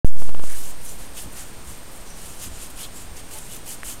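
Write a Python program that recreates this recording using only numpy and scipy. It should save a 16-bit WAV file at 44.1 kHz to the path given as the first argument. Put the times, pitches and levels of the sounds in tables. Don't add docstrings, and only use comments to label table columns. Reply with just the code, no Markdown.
import sys
import numpy as np
from scipy import signal
from scipy.fft import rfft, irfft
from scipy.io import wavfile
from scipy.ndimage import uniform_filter1d

SR = 44100
rng = np.random.default_rng(int(sys.argv[2]) if len(sys.argv) > 2 else 0)


def wrap_up_sound(samples):
    columns = np.atleast_2d(samples).T
    tamed = np.clip(columns, -1, 1)
    steps = np.round(tamed * 32767).astype(np.int16)
    wavfile.write(sys.argv[1], SR, steps)


N = 176400


def from_db(db):
    return 10 ** (np.asarray(db) / 20)


def rms_one(x):
    return x / np.sqrt(np.mean(x ** 2) + 1e-20)


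def seconds():
    return np.arange(N) / SR


def bin_hz():
    return np.arange(N // 2 + 1) * SR / N


def coloured(x, spectrum):
    hz, db = np.transpose(spectrum)
    f = np.maximum(bin_hz(), 1)
    skirts = np.minimum(f / hz[0], 1) ** 2 * np.minimum(hz[-1] / f, 1) ** 2
    gain = from_db(np.interp(np.log(f), np.log(hz), db))
    return rms_one(irfft(rfft(x) * skirts * gain, N))


def drift(rate_hz):
    return rms_one(irfft(rfft(rng.standard_normal(N)) / (1 + (bin_hz() / rate_hz) ** 2), N))


def flicks(per_s=18000, spread_db=2.5):
    sizes = from_db(spread_db * np.minimum(rng.exponential(1, N), 5))
    return (rng.random(N) < per_s / SR) * sizes * rng.choice([-1, 1], N)


def stroke_shape(middle_s, length_s, squareness=3.0, fall_stretch=1.135):
    offset = (seconds() - middle_s) / (length_s / 2)
    distance = np.minimum(np.where(offset < 0, -offset, offset / fall_stretch), 10)
    return np.exp(-np.minimum(distance ** squareness, 20))


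# freq_hz, level_db
BRISTLE_SPECTRUM = [(2000, -28), (4000, -14.5), (5200, -10.5), (6600, -1.5), (8600, 3.5), (10800, 2.5),
                    (13000, -1), (15600, -8)]
BARK_SPECTRUM = [(250, -18), (900, -3), (1800, -1), (2300, -1), (3050, 5), (3800, -1.5), (4800, 0),
                 (7000, -6)]
# middle_s, length_s, bristle_db, tilt_db_per_octave, rasp_over_bristle_db
FLANK_STROKES = [(0.058, .07, -46, -6, -9), (0.205, 0.014, -45, 6, -16), (0.23, 0.12, -44, -8.5, -9.5),
                 (0.461, 0.069, -39.5, -8.5, -15), (0.511, 0.046, -37.5, -3, -13),
                 (.588, 0.037, -43, 0, -14), (0.589, .11, -38, -4.5, -10.5), (.675, 0.087, -40, -3, -10.5),
                 (0.886, .13, -40.5, -2, -13), (1.018, 0.1, -46.5, -2, -6), (1.18, 0.027, -37, -6, -9),
                 (1.197, 0.092, -38, -5.5, -9.5), (1.326, 0.018, -48, 6, -16),
                 (1.394, 0.086, -38.5, -7.5, -9), (1.46, .08, -47.5, -3, -7), (1.706, 0.098, -44, -5, -10),
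                 (1.95, 0.074, -47, -2, -18), (2.096, 0.076, -49.5, -12, -18), (2.27, 0.22, -43.5, -5, -8),
                 (2.437, 0.077, -35, -3.5, -6.5), (2.555, 0.11, -47.5, -11, -4.5),
                 (2.629, 0.093, -41, -5.5, -6.5), (2.706, 0.023, -46, -3, -12),
                 (2.815, 0.094, -37, -5, -6.5), (2.985, 0.1, -43.5, -4, -9.5),
                 (3.185, 0.059, -43, -6, -4.5), (3.292, 0.011, -48, -1, -18), (3.349, 0.1, -40.5, -2.5, -7),
                 (3.43, 0.13, -46, -9, -23), (3.541, 0.078, -39, -5, -10), (3.708, .09, -34, -3.5, -10),
                 (3.891, 0.092, -34.5, -3, -8)]


def rubbing(bands=7, pivot_hz=8600, contact_db=-52.5, flutter_db=2.1, judder_db=0.94):
    middle_s, length_s, bristle_db, tilt, rasp_db = np.transpose(FLANK_STROKES)
    stroke_power = np.array([stroke_shape(*span) for span in zip(middle_s, length_s)]) ** 2
    contact_power = from_db(contact_db) ** 2
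    bristles = rfft(coloured(flicks(), BRISTLE_SPECTRUM))
    octaves = np.log2(np.maximum(bin_hz(), 1) / pivot_hz)
    centres = np.linspace(-1, 1, bands)
    swish = 0
    for centre, pick in zip(centres, np.eye(bands)):
        band = irfft(bristles * np.interp(octaves, centres, pick), N)
        level = np.sqrt(from_db(bristle_db + tilt * centre) ** 2 @ stroke_power + contact_power)
        swish += band * level * from_db(flutter_db * drift(rate_hz=60))
    rasp_level = np.sqrt(from_db(bristle_db + rasp_db) ** 2 @ stroke_power)
    rasp = rasp_level * coloured(flicks(), BARK_SPECTRUM)
    return (swish + rasp) * from_db(judder_db * drift(rate_hz=25))


# middle_s, length_s, level_db, pitch_hz, width_hz
TUFT_CATCHES = [(.525, .08, -46, 1890, 895), (0.886, 0.05, -47.5, 6070, 500),
                (0.905, 0.065, -48, 7200, 350), (1.182, 0.032, -42.5, 3020, 1100),
                (1.393, 0.1, -52, 1700, 900), (2.11, .09, -50.5, 5900, 600), (2.43, 0.091, -47, 6570, 1100),
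                (2.556, 0.061, -52, 6950, 400), (2.805, 0.056, -48, 2880, 900),
                (2.842, 0.036, -41, 3630, 1300), (2.98, 0.063, -47.5, 7600, 700),
                (3.43, .08, -52, 7460, 500), (3.532, 0.071, -48.5, 3200, 800)]


def tuft_scratches():
    out = 0
    for middle_s, length_s, level_db, pitch_hz, width_hz in TUFT_CATCHES:
        edges_hz = [pitch_hz - width_hz / 2, pitch_hz + width_hz / 2]
        resonance = signal.butter(2, edges_hz, "band", fs=SR, output="sos")
        scratch = rms_one(signal.sosfilt(resonance, flicks()))
        out += from_db(level_db) * stroke_shape(middle_s, length_s) * scratch
    return out


# start_s, peak_db, pitch_hz, t60_s, crunch_share
BARK_SNAPS = [(3.3873, -24, 10200, 0.015, 0.8), (3.8328, -16.5, 1890, 0.0058, 0.49)]


def bark_snaps():
    out = 0
    for start_s, peak_db, pitch_hz, t60_s, crunch in BARK_SNAPS:
        age = np.maximum(seconds() - start_s, 0)
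        decay = (age > 0) * from_db(peak_db - 60 * age / t60_s)
        ring = np.sin(2 * np.pi * pitch_hz * age)
        grit = .5 * coloured(rng.standard_normal(N), [(pitch_hz / 1.4, -7), (pitch_hz, 0), (pitch_hz, -7)])
        out += decay * ((1 - crunch) * ring + crunch * grit)
    return out


# freq_hz, level_db
SOIL_SPECTRUM = [(60, 7.5), (200, 0.5), (300, 3), (390, -10), (1000, -35)]
# middle_s, level_db
HOOF_FALLS = [(1.267, -37), (2.475, -44), (2.86, -48.5), (2.98, -45), (3.57, -49)]


def hooves(half_length_s=0.023):
    level = 0
    for middle_s, level_db in HOOF_FALLS:
        offset = (seconds() - middle_s) / half_length_s
        level += from_db(level_db) * np.exp(-np.minimum(offset ** 2, 20))
    return level * coloured(rng.standard_normal(N), SOIL_SPECTRUM)


# freq_hz, level_db
RUMBLE_SPECTRUM = [(30, 5), (60, 6), (100, -3.5), (170, -16)]
# middle_s, length_s, level_db
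LOW_BUMPS = [(1.69, 0.078, -43), (2.286, 0.093, -45), (2.527, 0.1, -41), (3.08, 0.095, -39)]


def bumps():
    level = sum(from_db(db) * stroke_shape(middle_s, length_s) for middle_s, length_s, db in LOW_BUMPS)
    return level * coloured(rng.standard_normal(N), RUMBLE_SPECTRUM)


# harmonic_number, level_db
CREAK_HARMONICS = [(2, -50.5), (3, -49.5)]


def creak(pitch_hz=287.6, jitter_hz=8.1):
    phase = 2 * np.pi * np.cumsum(pitch_hz + jitter_hz * drift(rate_hz=42.1)) / SR
    tone = sum(np.sqrt(2) * from_db(db) * np.sin(harmonic * phase) for harmonic, db in CREAK_HARMONICS)
    return tone * stroke_shape(middle_s=3.365, length_s=0.051)


# time_s, share_of_full_scale
INPUT_OFFSET = [(.09, .72), (.44, 0.47), (.59, 0.2), (.75, 0.078), (1.1, .025), (1.6, 0.016)]
# start_s, jump_db, dropout_db
INPUT_TICKS = [(.169, -28.5, -60), (.199, -28, -60), (.222, -27.5, -24), (.254, -28.5, -60),
               (.275, -29, -60), (.293, -28, -25), (.315, -31, -60), (0.332, -33, -60),
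               (0.3483, -34, -22.5), (.367, -32, -60), (.383, -28.5, -60), (.397, -29, -26.5),
               (0.4388, -30, -23)]


def input_settling(dropout_s=.0005, drain_s=0.012):
    t = seconds()
    offset = uniform_filter1d(np.interp(t, *np.transpose(INPUT_OFFSET)), size=1500)
    for start_s, jump_db, dropout_db in INPUT_TICKS:
        age = t - start_s
        offset += from_db(jump_db) * (age > 0) * np.exp(-np.clip(age / drain_s, 0, 20))
        offset -= from_db(dropout_db) * ((age > -dropout_s) & (age <= 0))
    return uniform_filter1d(offset, size=5)


# freq_hz, level_db
HISS_SPECTRUM = [(15, 24.5), (35, 15.5), (70, 10.5), (150, 6), (400, 2), (1000, -2), (2200, -6.5),
                 (4800, -10), (6500, -11.5), (8600, -12), (10500, -25), (13000, -20.5), (15600, -25)]


def camera_noise(hiss_db=-40, whine_db=-53, whine_hz=8654, restarts_per_s=66.312,
                 high_tone_db=-67, high_tone_hz=14297.5, wake_db=-8, wake_s=0.44):
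    t = seconds()
    hiss = from_db(hiss_db) * coloured(rng.standard_normal(N), HISS_SPECTRUM)
    since_restart = t % (1 / restarts_per_s)
    whine = from_db(whine_db) * rms_one(np.sin(2 * np.pi * whine_hz * since_restart))
    high_tone = from_db(high_tone_db) * rms_one(np.sin(2 * np.pi * high_tone_hz * t))
    waking = from_db(wake_db * np.clip(1 - (t / wake_s) ** 2, 0, 1))
    return (hiss + whine + high_tone) * waking


def scene():
    boars = rubbing() + tuft_scratches() + bark_snaps() + hooves() + bumps() + creak()
    return (boars + input_settling() + camera_noise())[None]


def record(dry):
    power_on_s, pop_rise_s, cutoff_hz = .0463, .00088, 15850
    opened = np.clip((seconds() - power_on_s) / pop_rise_s, 0, 1)
    lowpass = signal.firwin(401, cutoff_hz, fs=SR, window="blackman")
    return signal.fftconvolve(dry * opened, lowpass[None], "same", axes=1)


dry = scene()
out = record(dry)
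wrap_up_sound(out)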